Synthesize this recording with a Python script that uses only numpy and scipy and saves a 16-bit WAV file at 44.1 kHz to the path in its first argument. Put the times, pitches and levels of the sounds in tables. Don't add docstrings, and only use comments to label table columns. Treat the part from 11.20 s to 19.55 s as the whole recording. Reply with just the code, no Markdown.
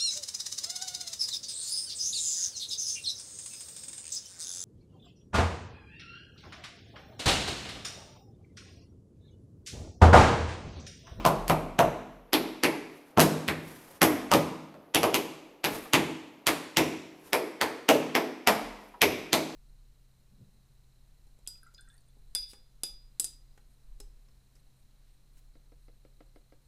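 import sys
import numpy as np
from scipy import signal
from scipy.fft import rfft, irfft, next_fast_len
from scipy.io import wavfile
from scipy.ndimage import uniform_filter1d, map_coordinates

SR = 44100
rng = np.random.default_rng(int(sys.argv[2]) if len(sys.argv) > 2 else 0)


def unload_wav(signal):
    wavfile.write(
        sys.argv[1],
        SR,
        np.round(np.clip(np.atleast_2d(signal).T, -1, 1) * 32767).astype(np.int16),
    )


def level_to_linear(level):
    exponent = np.asarray(level, float) / 20
    return 10 ** exponent


N = 368235
RING = 4 * SR // 5
BLOW = 2 ** 13
LEAD = 400
DETUNE, SPREAD = 0.04, 0.24
UPPER_DB = -6.5

# start in seconds, click in dB, deep boom in dB and
# knock in dB (both relative to the click), board note in Hz.
HEELS = [(-.22, -4.5, -10, -13, 1020), (0.0501, -15, -6.5, -0.5, 1050), (0.2967, -14.5, -9, -2, 681),
         (0.589, -11.5, -10, -5, 917), (1.9731, -20.5, 2, 4, 670), (1.9942, -8, -21.5, -15, 732),
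         (2.2787, -19.5, -12, -15.5, 829), (2.8159, -5, -29.5, -12, 663), (3.1145, -12.5, -16, -6.5, 926),
         (3.5407, -51, 1, 0.5, 614), (7.272, -3, -37.5, -15, 730), (8.129, -5, -29, -17, 600)]
# start in seconds, click in dB, weight in dB, edge in dB, sole note in Hz.
TOES = [(1.1304, -7.5, -15, -8, 2270), (1.434, -7.5, -11.5, -10, 2100), (3.746, -7.5, -18, -9.5, 2600),
        (3.8304, -11.5, -7.5, -11, 2460), (3.9419, -9.5, -17.5, -5.5, 2720),
        (4.4404, -14, -13.5, -9.5, 1820), (4.733, -5.5, -15.5, -14.5, 3100), (5.267, -9.5, -15, -9, 3920),
        (5.569, -4, -19, -11.5, 2540), (6.1302, -9, -13, -10, 2250), (6.4118, -8, -16.5, -12.5, 1900),
        (6.6879, -5, -12, -15, 2680), (6.9505, -7.5, -13.5, -13.5, 2270), (7.8162, -2, -27, -13, 2420)]
# start in seconds, click in dB,
# weight in dB, edge in dB, sole note in Hz.
SLAPS = [(0.0623, -25.5, -12, 1.5, 2060), (0.279, -33.5, -7, 7.5, 3880), (1.1379, -7.5, -28.5, -28, 3750),
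         (1.442, -11, -17, -31.5, 2350), (1.9822, -15.5, -2.5, -13, 3160), (2.0007, -16.5, -22, 4, 2790),
         (2.0082, -21.5, -2.5, -9, 2590), (2.2843, -9.5, -20.5, -24.5, 1900),
         (2.8287, -11.5, -8.5, -1, 2780), (3.1362, -6.5, -11, -9.5, 2270), (3.7556, -10, -19, -30, 3000),
         (3.8385, -16.5, -11.5, -14, 2800), (3.9486, -14.5, -19.5, -24, 2720),
         (4.4461, -6.5, -24.5, -17, 2340), (4.7393, -4, -18, -25, 2260), (5.2728, -3.5, -29.5, -18.5, 2030),
         (5.5741, -18, -5, -18, 2400), (6.745, -20.5, -12, -15.5, 2270), (7.8231, -13.5, -9, -26, 2300)]
# start in seconds, hold in seconds, level in dB.
SWAYS = [
    (-.1, 0.68, -39.5),
    (3.0, .1, -65),
    (3.854, 0.21, -69.5),
    (7.35, 0.16, -55.5),
    (7.853, .1, -69),
]
# peak in seconds, level in dB, rise in seconds and fall in seconds
# (each over 20 dB).
STROKES = [
    (0.78, -68, .05, .12),
    (1.77, -55, 0.095, .06),
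    (1.902, -61, 0.19, 0.064),
    (2.51, -46.5, 0.15, 0.18),
    (2.77, -50, 0.36, 0.031),
    (4.53, -35.5, 0.041, .17),
    (6.085, -50, 0.13, 0.053),
    (7.68, -61, 0.25, .2),
]
# start in seconds, level in dB, board note in Hz.
SHIFTS = [
    (2.7, -43, 409),
    (4.649, -29.5, 622),
    (7.735, -36, 950),
]
# centre in Hz, width in Hz, level in dB.
SOLE = [(2435, 880, -1), (3400, 2600, -2.5)]
# centre in Hz, width in Hz, level in dB.
EDGE = [(8500, 27000, 6.5), (11760, 1500, 14), (14500, 4300, -28)]
# centre in Hz, width in Hz, level in dB.
BOARDS = [(610, 156, 12.5), (680, 730, 6), (990, 760, 2), (1310, 110, 1)]
# centre in Hz, width in Hz, level in dB.
PANELS = [(245, 74, -3), (313.5, 70, 4), (434.4, 130, 0.5)]
# centre in Hz, width in Hz, level in dB.
JOISTS = [(85, 56, -4), (158, 83, 3)]
# delay in seconds, level in dB.
WALLS = [(.0006, -3), (.0052, -3), (.0088, -2), (.012, -7), (.0172, -6), (.022, -9)]
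# frequency in Hz, time to fall 60 dB in seconds.
EARLY = [(60, 0.11), (300, 0.6), (1000, 0.13), (3000, 0.12), (12000, 0.12)]
# frequency in Hz, time to fall 60 dB in seconds.
LATE = [(60, 0.27), (160, 1.0), (420, 1.0), (1100, 0.8), (2900, 0.85), (7700, 0.76), (14000, 0.4)]
# frequency in Hz, level in dB.
WET = [(60, -1), (300, 7), (1000, 11), (3000, -1), (7000, -3.5), (12000, -0.5)]
# frequency in Hz, level in dB, time to fall 60 dB in seconds.
STANDING = [(89, 1.5, 0.61), (157.1, 2, 0.77), (205.7, 0, 1.05), (254, 4.5, 0.92), (290.7, -11.5, 2),
            (321, 2.5, 0.86), (375, -8.5, 1.52), (427, -3, 0.73), (490, 6.5, 0.25)]
# frequency in Hz, density in dB per Hz.
VARNISH = [(300, 4.5), (1000, -2), (3000, -11), (8000, -9), (11900, -0.5), (15000, -6)]
# frequency in Hz, density in dB per Hz.
HUSH = [(15, -24), (25, -23), (87, -7.5), (483, 8), (553, 4.5), (1550, -15.5), (2900, -21), (7920, -32.5),
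        (11900, -17), (16500, -21.5)]
# frequency in Hz, gain in dB.
MICROPHONE = [(40, -3.5), (120, -3.5), (300, -4), (550, -3), (1000, 3), (2500, 3), (6000, -0.5),
              (12000, -4.5), (15300, -12), (16300, -32.5), (17000, -71)]


def along(points, hz):
    f, v = np.transpose(points)
    return np.interp(np.log(hz + 1), np.log(f + 1), v)


def noise(gain):
    m = next_fast_len(N)
    spectrum = rfft(rng.standard_normal(m)) * gain(np.fft.rfftfreq(m, 1 / SR))
    x = irfft(spectrum, m)[:N]
    return x / np.std(x)


def wobble(rate):
    knots = rng.standard_normal(int(N * rate / SR) + 4)
    return map_coordinates(knots, [np.arange(N) * rate / SR])


def swell(start, end, db, rise_s, fall_s):
    t = np.arange(N) / SR
    outside = np.maximum((start - t) / rise_s, (t - end) / fall_s)
    return level_to_linear(db - 20 * np.maximum(outside, 0))


def power(modes, db, scatter_db=2.5, detune=DETUNE):
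    f = np.fft.rfftfreq(BLOW, 1 / SR)
    total = 0
    for (centre, width, mode_db), (a, b) in zip(modes, rng.standard_normal((len(modes), 2))):
        c = centre * (1 + detune * b)
        shape = (f * width) ** 2 / ((c * c - f * f) ** 2 + (f * width) ** 2)
        total = total + level_to_linear(2 * (db + mode_db + scatter_db * a)) * shape ** (3 / 2)
    return total


def causal(spectrum):
    cepstrum = irfft(np.log(spectrum + 1e-12) / 2)
    cepstrum[1:BLOW // 2] *= 2
    cepstrum[BLOW // 2 + 1:] = 0
    return irfft(np.exp(rfft(cepstrum)))[:BLOW // 2]


def scattered(x, spread_s):
    knots = spread_s * rng.random(40)
    delay = np.interp(np.linspace(0, len(knots) - 1, BLOW // 2 + 1), np.arange(len(knots)), knots)
    phase = 2 * np.pi * np.cumsum(delay) * SR / BLOW
    return irfft(rfft(x, BLOW) * np.exp(-1j * phase))[:BLOW // 2]


def through_floor():
    rise = np.exp(np.arange(-LEAD, 0) / SR / 0.003)
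    return level_to_linear(-22) * uniform_filter1d(rng.standard_normal(LEAD), size=4) * rise


def reverberation(late_db, wet_db):
    hz, t, z = signal.stft(rng.standard_normal(RING), SR, nperseg=256)
    early = level_to_linear(-60 * t / along(EARLY, hz)[:, None])
    late = level_to_linear(late_db - 60 * t / along(LATE, hz)[:, None])
    strength = level_to_linear(along(WET, hz))[:, None]
    tail = signal.istft(z * (early + late) * strength, SR, nperseg=256)[1][:RING]
    build_up = 1 - np.exp(-np.arange(RING) / SR / 0.005)
    return level_to_linear(wet_db) * tail * build_up


def standing(db):
    t = np.arange(RING // 10) * 10 / SR
    notes = 0
    for (hz, mode_db, t60), (a, b) in zip(STANDING, rng.standard_normal((len(STANDING), 2))):
        notes = notes + level_to_linear(db + mode_db + 2.5 * a - 60 * t / t60) * np.sin(2 * np.pi * (hz * t + b))
    return signal.resample(notes * np.minimum(t / 0.0056, 1), RING)


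def wall_echoes():
    echoes = np.zeros(RING)
    for (s, db), (a, b) in zip(WALLS, rng.standard_normal((len(WALLS), 2))):
        echoes[round(s * (1 + 0.04 * abs(a)) * SR)] = level_to_linear(db + 1.5 * b)
    dull = np.exp(-2 * np.pi * 5000 / SR)
    return signal.lfilter([(1 - dull) ** 2], [1, -2 * dull, dull ** 2], level_to_linear(-2) * echoes)


def near_boards():
    def lag(hz):
        rate = 2 * np.pi * hz / SR
        return rate * np.exp(-rate * np.arange(LEAD))
    return level_to_linear(7.5) * (lag(700) - lag(220))


def studio(late_db, wet_db):
    response = reverberation(late_db, wet_db) + standing(db=-49.0) + wall_echoes()
    response[0] = 1
    response[:LEAD] += near_boards()
    return response


def contact(db, deep_db, boom_db, knock_db, edge_db, note_db, note_hz, upper_db, upper_hz, board_hz):
    board = power(BOARDS, knock_db + 17.5)
    board = board + power([(board_hz, 160, 0)], knock_db + 26.0, scatter_db=0, detune=0)
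    wood = power(JOISTS, deep_db + 37.5) + power(PANELS, boom_db + 31.0) + board
    notes = [(note_hz, 0.4 * note_hz, 12), (upper_hz, 0.28 * upper_hz, upper_db + 15)]
    sole = power(SOLE, 8.83) + power(notes, note_db - db, scatter_db=0, detune=0)
    edge = power(EDGE, edge_db + 13, detune=DETUNE / 2)
    blow = scattered(causal(wood + sole + edge), spread_s=0.0008)
    path = np.append(through_floor(), studio(late_db=-13.5, wet_db=-24))
    return level_to_linear(db) * signal.fftconvolve(blow, path)[:RING]


def heel(db, deep_db, knock_db, board_hz):
    a, b = np.exp(SPREAD * rng.standard_normal(size=2))
    return contact(db, deep_db, boom_db=-8.5 + 0.55 * knock_db, knock_db=knock_db, edge_db=-12,
                   note_db=db + 3, note_hz=2580 * a, upper_db=UPPER_DB, upper_hz=5490 * b, board_hz=board_hz)


def tap(db, weight_db, edge_db, note_hz, deep_db, knock_db, note_db, board_hz):
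    hard_db = edge_db + 13
    spot = np.exp(SPREAD * rng.standard_normal())
    return contact(db, weight_db + deep_db, boom_db=weight_db, knock_db=knock_db + 0.54 * weight_db,
                   edge_db=edge_db, note_db=db + note_db - 0.81 * hard_db, note_hz=note_hz,
                   upper_db=UPPER_DB + 0.7 * hard_db, upper_hz=2.27 * note_hz, board_hz=board_hz * spot)


def toe(*row):
    return tap(*row, deep_db=-21.5, knock_db=-9, note_db=3, board_hz=730)


def slap(*row):
    return tap(*row, deep_db=-5.5, knock_db=-14.5, note_db=-8.5, board_hz=600)


def steps():
    out = np.zeros(N + 3 * RING)
    for strike, table in [(heel, HEELS), (slap, SLAPS), (toe, TOES)]:
        for s, *row in table:
            first = RING + round((s + 0.0017) * SR) - LEAD
            out[first:][:RING] += strike(*row)
    return out[RING:RING + N]


def rumble():
    sway = level_to_linear(-86) + sum(swell(s, s + hold, db, 0.1, 0.56) for s, hold, db in SWAYS)
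    return sway * noise(lambda hz: 1 / (1 + ((hz - 38) / 7) ** 2) ** 2)


def hush():
    return level_to_linear(-57.5 + 0.8 * wobble(17.0)) * noise(lambda hz: level_to_linear(along(HUSH, hz)))


def brushing():
    stroke = sum(swell(s, s, db, rise, fall) for s, db, rise, fall in STROKES)
    soft = uniform_filter1d(uniform_filter1d(stroke, size=1500), size=1500)
    grain = level_to_linear(1.5 * wobble(90))
    return level_to_linear(-0.5) * soft * grain * noise(lambda hz: level_to_linear(along(VARNISH, hz)))


def shifts():
    out = np.zeros(N + RING)
    for s, db, hz in SHIFTS:
        push = np.hanning(900) * rng.standard_normal(900)
        board = signal.fftconvolve(push, causal(power([(hz, 300, 0)], db - 0.5)))
        heard = signal.fftconvolve(board, studio(late_db=-27, wet_db=-34.0))
        out[round(s * SR):][:RING] += heard[:RING]
    return out[:N]


def scene():
    return (steps() + rumble() + hush() + brushing() + shifts())[None]


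def low_pass(x):
    return signal.sosfilt(signal.butter(12, 16820, fs=SR, output="sos"), x)


def record(dry):
    m = next_fast_len(N + BLOW)
    response = level_to_linear(along(MICROPHONE, np.fft.rfftfreq(m, 1 / SR)))
    heard = irfft(rfft(dry, m) * response, m)[:, :N]
    soft = heard / (1 + np.abs(heard / 0.85) ** 4) ** (1 / 4)
    return low_pass(soft)


dry = scene()
out = record(dry)
unload_wav(out)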